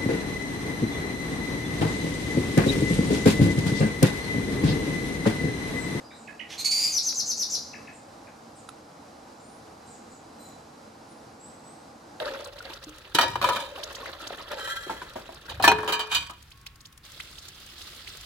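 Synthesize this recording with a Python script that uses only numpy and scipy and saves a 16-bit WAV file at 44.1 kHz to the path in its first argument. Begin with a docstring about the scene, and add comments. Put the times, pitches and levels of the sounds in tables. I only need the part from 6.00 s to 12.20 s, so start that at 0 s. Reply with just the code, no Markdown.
"""In a leafy wood a startled bird clucks, screeches and flies past from right to left with six shrill
alarm notes, then clucks again as it settles. Its voice comes from thin skins vibrating in its throat.
Small birds whistle far off, something taps on bark, and distant traffic murmurs under the rustle
of the leaves. Trunks and foliage scatter every call into soft echoes."""
import sys
import numpy as np
from scipy import signal
from scipy.fft import rfft, irfft
from scipy.io import wavfile

SR = 44100
rng = np.random.default_rng(int(sys.argv[2]) if len(sys.argv) > 2 else 0)


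def master_out(mix):
    """Clip the mix to full scale and print it as 16-bit PCM to the path in sys.argv[1]."""
    frames = np.transpose(np.atleast_2d(mix))
    ceiling = np.clip(frames, -1, 1)
    pcm = np.round(ceiling * 32767).astype(np.int16)
    wavfile.write(sys.argv[1], SR, pcm)


N = 273420
TIME = np.arange(N) / SR


def from_db(db):
    """Turn decibels (dB) into a number to multiply a sound by."""
    return 10 ** (np.asarray(db) / 20)


def unit_power(x):
    """Scale a sound so that its average power is 1."""
    return x / np.sqrt(np.mean(x ** 2) + 1e-20)


def wobble(rate_hz, size):
    """A random wavering, about 1 in size and mostly slower than the given rate."""
    smooth = signal.butter(2, rate_hz, fs=SR, output="sos")
    return unit_power(signal.sosfilt(smooth, rng.standard_normal(size + SR // 10))[-size:])


def flutter(rate_hz, depth, size):
    """Loudness that stumbles at random between weak and strong."""
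    return np.maximum(1 + depth * np.tanh(wobble(rate_hz, size)), 0)


def phase_of(hz):
    """The running angle of a tone whose pitch changes; its sine is the tone."""
    return 2 * np.pi * np.cumsum(hz) / SR


def progress(length_s):
    """Count from 0 to 1 over a note, one value a sample."""
    return np.linspace(0, 1, int(length_s * SR))


def envelope(t, length, attack_s, release_s):
    """Loudness that rises, holds until the length is over, then dies away."""
    return np.clip(t / attack_s, 0, 1) * np.exp(-np.maximum(t - length, 0) / release_s)


def coloured(x, curve, peaks=()):
    """Make some frequencies louder and others softer along a curve, with any narrow peaks or dips."""
    points_hz, points_db = np.transpose(curve)
    hz = np.maximum(np.arange(N // 2 + 1) * SR / N, 1)
    curve_db = np.interp(np.log(hz), np.log(points_hz), points_db)
    peaks_db = sum(db * np.exp(-((hz - centre) / width) ** 2) for centre, width, db in peaks)
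    return irfft(rfft(x) * from_db(curve_db + peaks_db), N)


def add(out, start_s, sound, pan_db):
    """Mix a sound in at a time; pan is how many dB louder it is on the left than on the right."""
    i = int(start_s * SR)
    out[:, i:i + len(sound)] += from_db([[pan_db / 2], [-pan_db / 2]]) * sound[:N - i]


def noise_pair(size, alike):
    """Hiss for left and right, from unrelated (alike = 0) to the same (alike = 1)."""
    mid, side = rng.standard_normal((2, size))
    return np.sqrt(1 + alike) * mid + np.sqrt(1 - alike) * side * [[1], [-1]]


def scatter(x, fade_s, build_s, alike, dull_hz):
    """A cloud of echoes that builds up, then falls by 60 dB over fade_s."""
    t = TIME[:SR]
    low, high = (signal.butter(3, 8500, kind, fs=SR, output="sos") for kind in ("low", "high"))
    echoes = signal.sosfilt(low, noise_pair(SR, alike))
    echoes += signal.sosfilt(high, noise_pair(SR, 0))  # the highest part sounds widest
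    echoes *= from_db(-60 * t / fade_s) * (1 - np.exp(-(t / build_s) ** 2))
    echoes /= np.sqrt(np.sum(echoes ** 2, axis=1, keepdims=True))
    dull = signal.butter(1, dull_hz, fs=SR, output="sos")
    return signal.sosfilt(dull, signal.fftconvolve(x, echoes, axes=1)[:, :N])


def wood(x, near_db, far_db):
    """Near branches echo from the caller's side, the deep wood from all round."""
    # The highest sounds are briefly smeared and spread wide between left and right.
    smear_above_hz = 9500
    low, high = (signal.butter(3, smear_above_hz, kind, fs=SR, output="sos") for kind in ("low", "high"))
    smeared = scatter(signal.sosfilt(high, x), fade_s=.04, build_s=.001, alike=0, dull_hz=19000)
    near = scatter(x, fade_s=.16, build_s=.008, alike=.4, dull_hz=17000)
    far = scatter(x.mean(axis=0, keepdims=True), fade_s=.61, build_s=.022, alike=.71, dull_hz=10500)
    return signal.sosfilt(low, x) + smeared + from_db(near_db) * near + from_db(far_db) * far


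def traffic_and_leaves():
    """Far traffic murmurs low down and leaves rustle high up, in one wide, nearly steady noise."""
    # The noise both ears share. Each row: frequency in Hz, relative level in dB.
    mid_curve = [(25, -24), (60, -12), (90, -5), (180, -4.5), (280, -0.5), (450, -4), (800, -6.5),
                 (1200, -10), (1800, -19), (3300, -24.5), (4800, -20.5), (7000, -25.5), (10000, -31),
                 (15000, -44)]
    # The noise that differs between the ears. Each row: frequency in Hz, relative level in dB.
    side_curve = [(25, -23), (200, -27.5), (320, -19), (440, -4.5), (620, -11.5), (880, -8.5), (1200, -15),
                  (1500, -10), (1750, -22), (3300, -30), (4800, -27.5), (7000, -30), (10000, -35.5),
                  (15000, -43.5)]
    # Narrow peaks and dips in both. Each row: centre in Hz, width in Hz, boost or cut in dB.
    peaks = [(224.8, 12.5, 5), (386.5, 24, -10.5), (800, 61, 4), (4003, 40, 6)]
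    mid = coloured(rng.standard_normal(N), mid_curve, peaks)
    side = coloured(rng.standard_normal(N), side_curve, peaks)
    level = from_db(-49 + .65 * wobble(4.3, N))
    return level * (mid + side * [[1], [-1]]) / np.std(mid)


def whistles():
    """Small birds sing thin, sliding notes; the two sides of a voice box can each sing their own."""
    # The whistles. Each row: start in seconds, length in seconds, first pitch in Hz,
    # last pitch in Hz, level in dB, number of voices.
    notes = [(0.04, 0.027, 4770, 5080, -52.5, 1), (0.106, 0.057, 3590, 4170, -54, 1),
             (.131, 0.13, 7700, 6730, -62.5, 2), (1.924, 0.062, 7620, 6870, -58.5, 2),
             (2.55, .065, 8170, 6700, -58.5, 2), (3.378, 0.076, 7400, 6900, -62, 1),
             (3.397, 0.19, 8340, 10400, -61.5, 1), (3.856, .11, 7630, 6640, -57, 2),
             (4.09, .085, 7270, 6580, -61, 2), (4.381, 0.13, 7340, 6810, -59.5, 2),
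             (4.364, .16, 4080, 3970, -59.5, 1), (4.383, 0.1, 12340, 12230, -62, 1),
             (5.084, 0.047, 10000, 9000, -59.5, 1), (5.394, 0.099, 7390, 8280, -51, 1),
             (5.629, 0.12, 7750, 8480, -56, 1)]
    upper_ratio, upper_db, quaver = 1.14, 1, .147  # quaver is a share of the slide
    out = np.zeros((2, N))
    for start, length, from_hz, to_hz, db, voices in notes:
        along = progress(length)
        slide = along + quaver * wobble(200, len(along))
        phase = phase_of(from_hz + (to_hz - from_hz) * slide)
        tone = np.sin(phase)
        if voices > 1:
            tone += from_db(upper_db) * np.sin(upper_ratio * phase)
        arch = np.sqrt(abs(np.sin(np.pi * along)))
        add(out, start, from_db(db) * arch * tone, pan_db=1)
    return out


def clucks():
    """Each cluck is one quick rise and fall in pitch, doubled by an echo off a trunk."""
    # The clucks. 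Each row: start in seconds, length in seconds, top pitch in Hz, level in dB, pan in dB.
    notes = [(0.106, 0.014, 2420, -48, -5), (0.273, 0.025, 2670, -41, -6.5),
             (0.393, 0.013, 2986, -34, -9.5), (1.733, 0.014, 2730, -39, 6), (1.872, 0.014, 2655, -41.5, 4),
             (2.268, 0.018, 2520, -49.5, 4)]
    top_s, bend_s, rest_share = .00495, .00509, .62  # the pitch settles at this share of its top
    fade_db_per_s, echo_s, echo_db = 145, .013, -5
    out, t = np.zeros((2, N)), TIME[:SR // 10]
    bend = rest_share + (1 - rest_share) * np.exp(-((t - top_s) / bend_s) ** 2)
    for start, length, hz, db, pan_db in notes:
        level = from_db(db - fade_db_per_s * t) * envelope(t, length, attack_s=.0044, release_s=.0047)
        phase = phase_of(hz * bend * (1 + .044 * wobble(690, len(t))))
        note = level * (np.sin(phase) + from_db(-28) * np.sin(2 * phase))
        add(out, start, note, pan_db)
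        add(out, start + echo_s, from_db(echo_db) * note, pan_db)
    return out


def scrape():
    """A short, dry, fluttering hiss opens the screech."""
    # The tone colour of the scrape. Each row: frequency in Hz, relative level in dB.
    curve = [(1200, -18), (2000, 1.5), (3500, 1), (4800, -3), (6200, -1), (7500, -12.5), (12500, -17.5),
             (15000, -34)]
    start_s = .4875
    level = from_db(-42) * envelope(TIME - start_s, length=.05, attack_s=.017, release_s=.023)
    return level * flutter(400, .37, N) * unit_power(coloured(rng.standard_normal(N), curve))


def screech_pushes():
    """The screech comes in two short pushes and a long one; each climbs in pitch and grows rougher."""
    # The pushes. Each row: start in seconds, length in seconds, rise time in seconds,
    # first pitch in Hz, level in dB, first roughness from 0 to 1.
    pushes = [(0.575, 0.0338, 0.019, 2101, -32.5, 0.56), (0.643, 0.031, 0.0049, 2200, -26, 0.42),
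              (.706, 0.14, .005, 2301, -26.5, 0.26)]
    climb_hz_per_s, roughen_per_s, accent_db, accent_s = 620, 2.2, 3, .027
    rows = np.array(pushes)
    latest = np.maximum(np.searchsorted(rows[:, 0], TIME) - 1, 0)  # which push rules each moment
    start, length, attack_s, hz, db, rough = rows[latest].T
    t = np.maximum(TIME - start, 0)
    held_s = np.minimum(t, length)
    level = from_db(db + accent_db * np.exp(-t / accent_s))
    level *= envelope(t, length, attack_s, release_s=.52 * length)
    return hz + climb_hz_per_s * held_s, level, np.clip(rough + roughen_per_s * held_s, 0, 1)


def voice_crack():
    """The voice breaks in a quick downward squeak."""
    # The tones in a crack. Each row: multiple of the pitch, relative level in dB.
    harmonics = [(1, -7), (2, 7), (3, 0), (4, -9)]
    from_hz, to_hz = 3600, 2100
    along = progress(length_s=.025)
    phase = phase_of(to_hz + (from_hz - to_hz) * (1 - along) ** 3)
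    arch = np.sqrt(abs(np.sin(np.pi * along)))
    return arch * sum(from_db(db) * np.sin(multiple * phase) for multiple, db in harmonics)


def screech():
    """Thin skins in the voice box beat wildly; the throat favours the tone at twice their pitch."""
    # The tones in the voice. Each row: multiple of the pitch, relative level in dB, added roughness.
    harmonics = [(1, -21.5, 1.25), (2, 1.5, 0.09), (3, -9.5, 0.61), (4, -11.5, 1), (5, -41, 1.0),
                 (6, -18.5, 0.62)]
    # The tone colour of the rasping hiss. Each row: frequency in Hz, relative level in dB.
    rasp_curve = [(1200, -53), (2200, 8), (3200, -1), (4500, -1), (7000, 11.5), (8500, -3.5), (11500, 2.5),
                  (15000, -14)]
    # Voice cracks early in the two loud pushes. Each row: start in seconds, level in dB.
    cracks = [(.648, -37), (.712, -33)]
    hz, level, rough = screech_pushes()
    phase = phase_of(hz * (1 + rough * (.045 * wobble(645, N) + .0325 * wobble(124, N))))
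    voice = np.zeros(N)
    for multiple, db, blur in harmonics:
        strength = from_db(db) * flutter(310, rough, N)
        voice += strength * np.sin(multiple * phase + 2 * blur * rough * wobble(250, N))
    rasp = unit_power(coloured(rng.standard_normal(N), rasp_curve))
    call = level * (voice * flutter(330, 1.1 * rough, N) + from_db(-4) * rough * rasp) + scrape()
    take_off_s, crossed_s = .7, .86  # the bird flies from the right to just left of the middle
    pan_db = np.interp(TIME, [take_off_s, crossed_s], [-3.5, 1])
    out = call * from_db([pan_db / 2, -pan_db / 2])
    for start, db in cracks:
        add(out, start, from_db(db) * voice_crack(), pan_db[int(start * SR)])
    return out


def alarm_shape(length):
    """One alarm note flicks down, sags and plunges in pitch; it swells, and is roughest early on."""
    flick_s, sag_per_s, plunge_s = .0028, .433, .028
    roughest_s, rough_spread_s = .0147, .01277
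    attack_s, swell_s, rise_db, release_s = .0012, .041, 10, .0057
    t = length * progress(length)
    ragged = np.exp(-((t - roughest_s) / rough_spread_s) ** 2)
    flick = np.exp(-t / flick_s)
    plunge = np.maximum(1 - (length - t) / plunge_s, 0) ** 2
    bend = 1 + .33 * flick + .0298 * ragged - sag_per_s * t - .42 * plunge
    swell_db = rise_db * np.minimum(t / swell_s - 1, 0)
    fades = np.clip(np.minimum(t / attack_s, (length - t) / release_s), 0, 1)
    return bend, swell_db, fades, .28 + .72 * ragged


def alarms():
    """The flying bird gives six shrill, rough notes, shaped by its throat and beak."""
    # The alarm notes. Each row: start in seconds, length in seconds, pitch in Hz, level in dB,
    # pan in dB, harshness (0 is smooth, about 1 is very rough).
    notes = [(0.92, 0.071, 5986, -21.5, 2.5, 0.5), (1.03, .07, 6280, -23.5, 2.5, 0.83),
             (1.144, 0.068, 6310, -24, 3, 0.86), (1.256, 0.067, 6310, -24.5, 2.5, 0.82),
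             (1.368, .07, 6026, -24, 2.5, 0.96), (1.496, 0.065, 6100, -25, 3, 1.06)]
    # What throat and beak let through. Each row: frequency in Hz, boost or cut in dB.
    beak_curve = [(1500, -3.5), (3200, -4.5), (4300, -1.5), (6300, -1), (7800, -2), (9200, -0.5),
                  (10200, 3), (12000, -2), (12900, -3), (15000, -16)]
    out = np.zeros((2, N))
    for start, length, hz, db, pan_db, harshness in notes:
        bend, swell_db, fades, rough_share = alarm_shape(length)
        size, rough = len(bend), harshness * rough_share
        warble = np.sin(phase_of(190 * (1 + .275 * wobble(78.7, size))))
        drift = .0088 * wobble(58, size)
        shake = rough * (.072 * warble + .09 * wobble(1060, size))
        phase = phase_of(hz * bend * (1 + drift + shake))
        # a tone at twice the pitch grows with effort and fades in the plunge
        effort = from_db(.4 * swell_db) * np.clip((bend - .72) / .058, 0, 1)
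        overtone = from_db(-18) * effort * np.sin(2 * phase + .63 * wobble(520, size))
        voice = np.sin(phase) + overtone + from_db(-22) * rng.standard_normal(size)
        level = from_db(db + swell_db) * fades * flutter(380, .94 * rough, size)
        add(out, start, level * voice, pan_db)
    return coloured(out, beak_curve)


def bark_taps():
    """One light hit, and later a tight cluster of three, make the bark ring very briefly."""
    # The hits. Each row: start in seconds, level in dB.
    hits = [(1.127, -39.5), (2.689, -38), (2.689, -36.5), (2.6912, -39.5)]
    # The tones bark rings with. Each row: pitch in Hz, relative level in dB, seconds to fade by 60 dB.
    tones = [(1320, -0.5, .016), (1970, -5, 0.0079), (2600, -4.5, 0.015), (3830, 4.5, 0.0077),
             (5030, 1.5, 0.0036), (6650, -2, 0.0059), (9800, -1.5, 0.006)]
    out, t = np.zeros((2, N)), TIME[:SR // 10]
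    for start, db in hits:
        ring = sum(rng.choice([-1, 1]) * from_db(tone_db - 60 * t / fade_s) * np.sin(2 * np.pi * hz * t)
                   for hz, tone_db, fade_s in tones)
        add(out, start, from_db(db) * ring, pan_db=-7)
    return out


def scene():
    """The startled bird and the taps are close by, the small birds deep in the wood."""
    bird = wood(screech(), near_db=-3.5, far_db=-7.5)
    bird += wood(alarms(), near_db=.5, far_db=-3)
    bird += wood(clucks(), near_db=-2, far_db=-4.5)
    far_birds = wood(whistles(), near_db=.5, far_db=-.5)
    taps = wood(bark_taps(), near_db=-19, far_db=-24)
    background = traffic_and_leaves() * from_db([[-.5], [.5]])  # a little louder on the right
    return bird + far_birds + taps + background


def record(dry):
    """Cut away the very highest sounds steeply."""
    cutoff_hz = 15000
    return signal.sosfilt(signal.ellip(10, .2, 80, cutoff_hz, fs=SR, output="sos"), dry)


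dry = scene()
out = record(dry)
master_out(out)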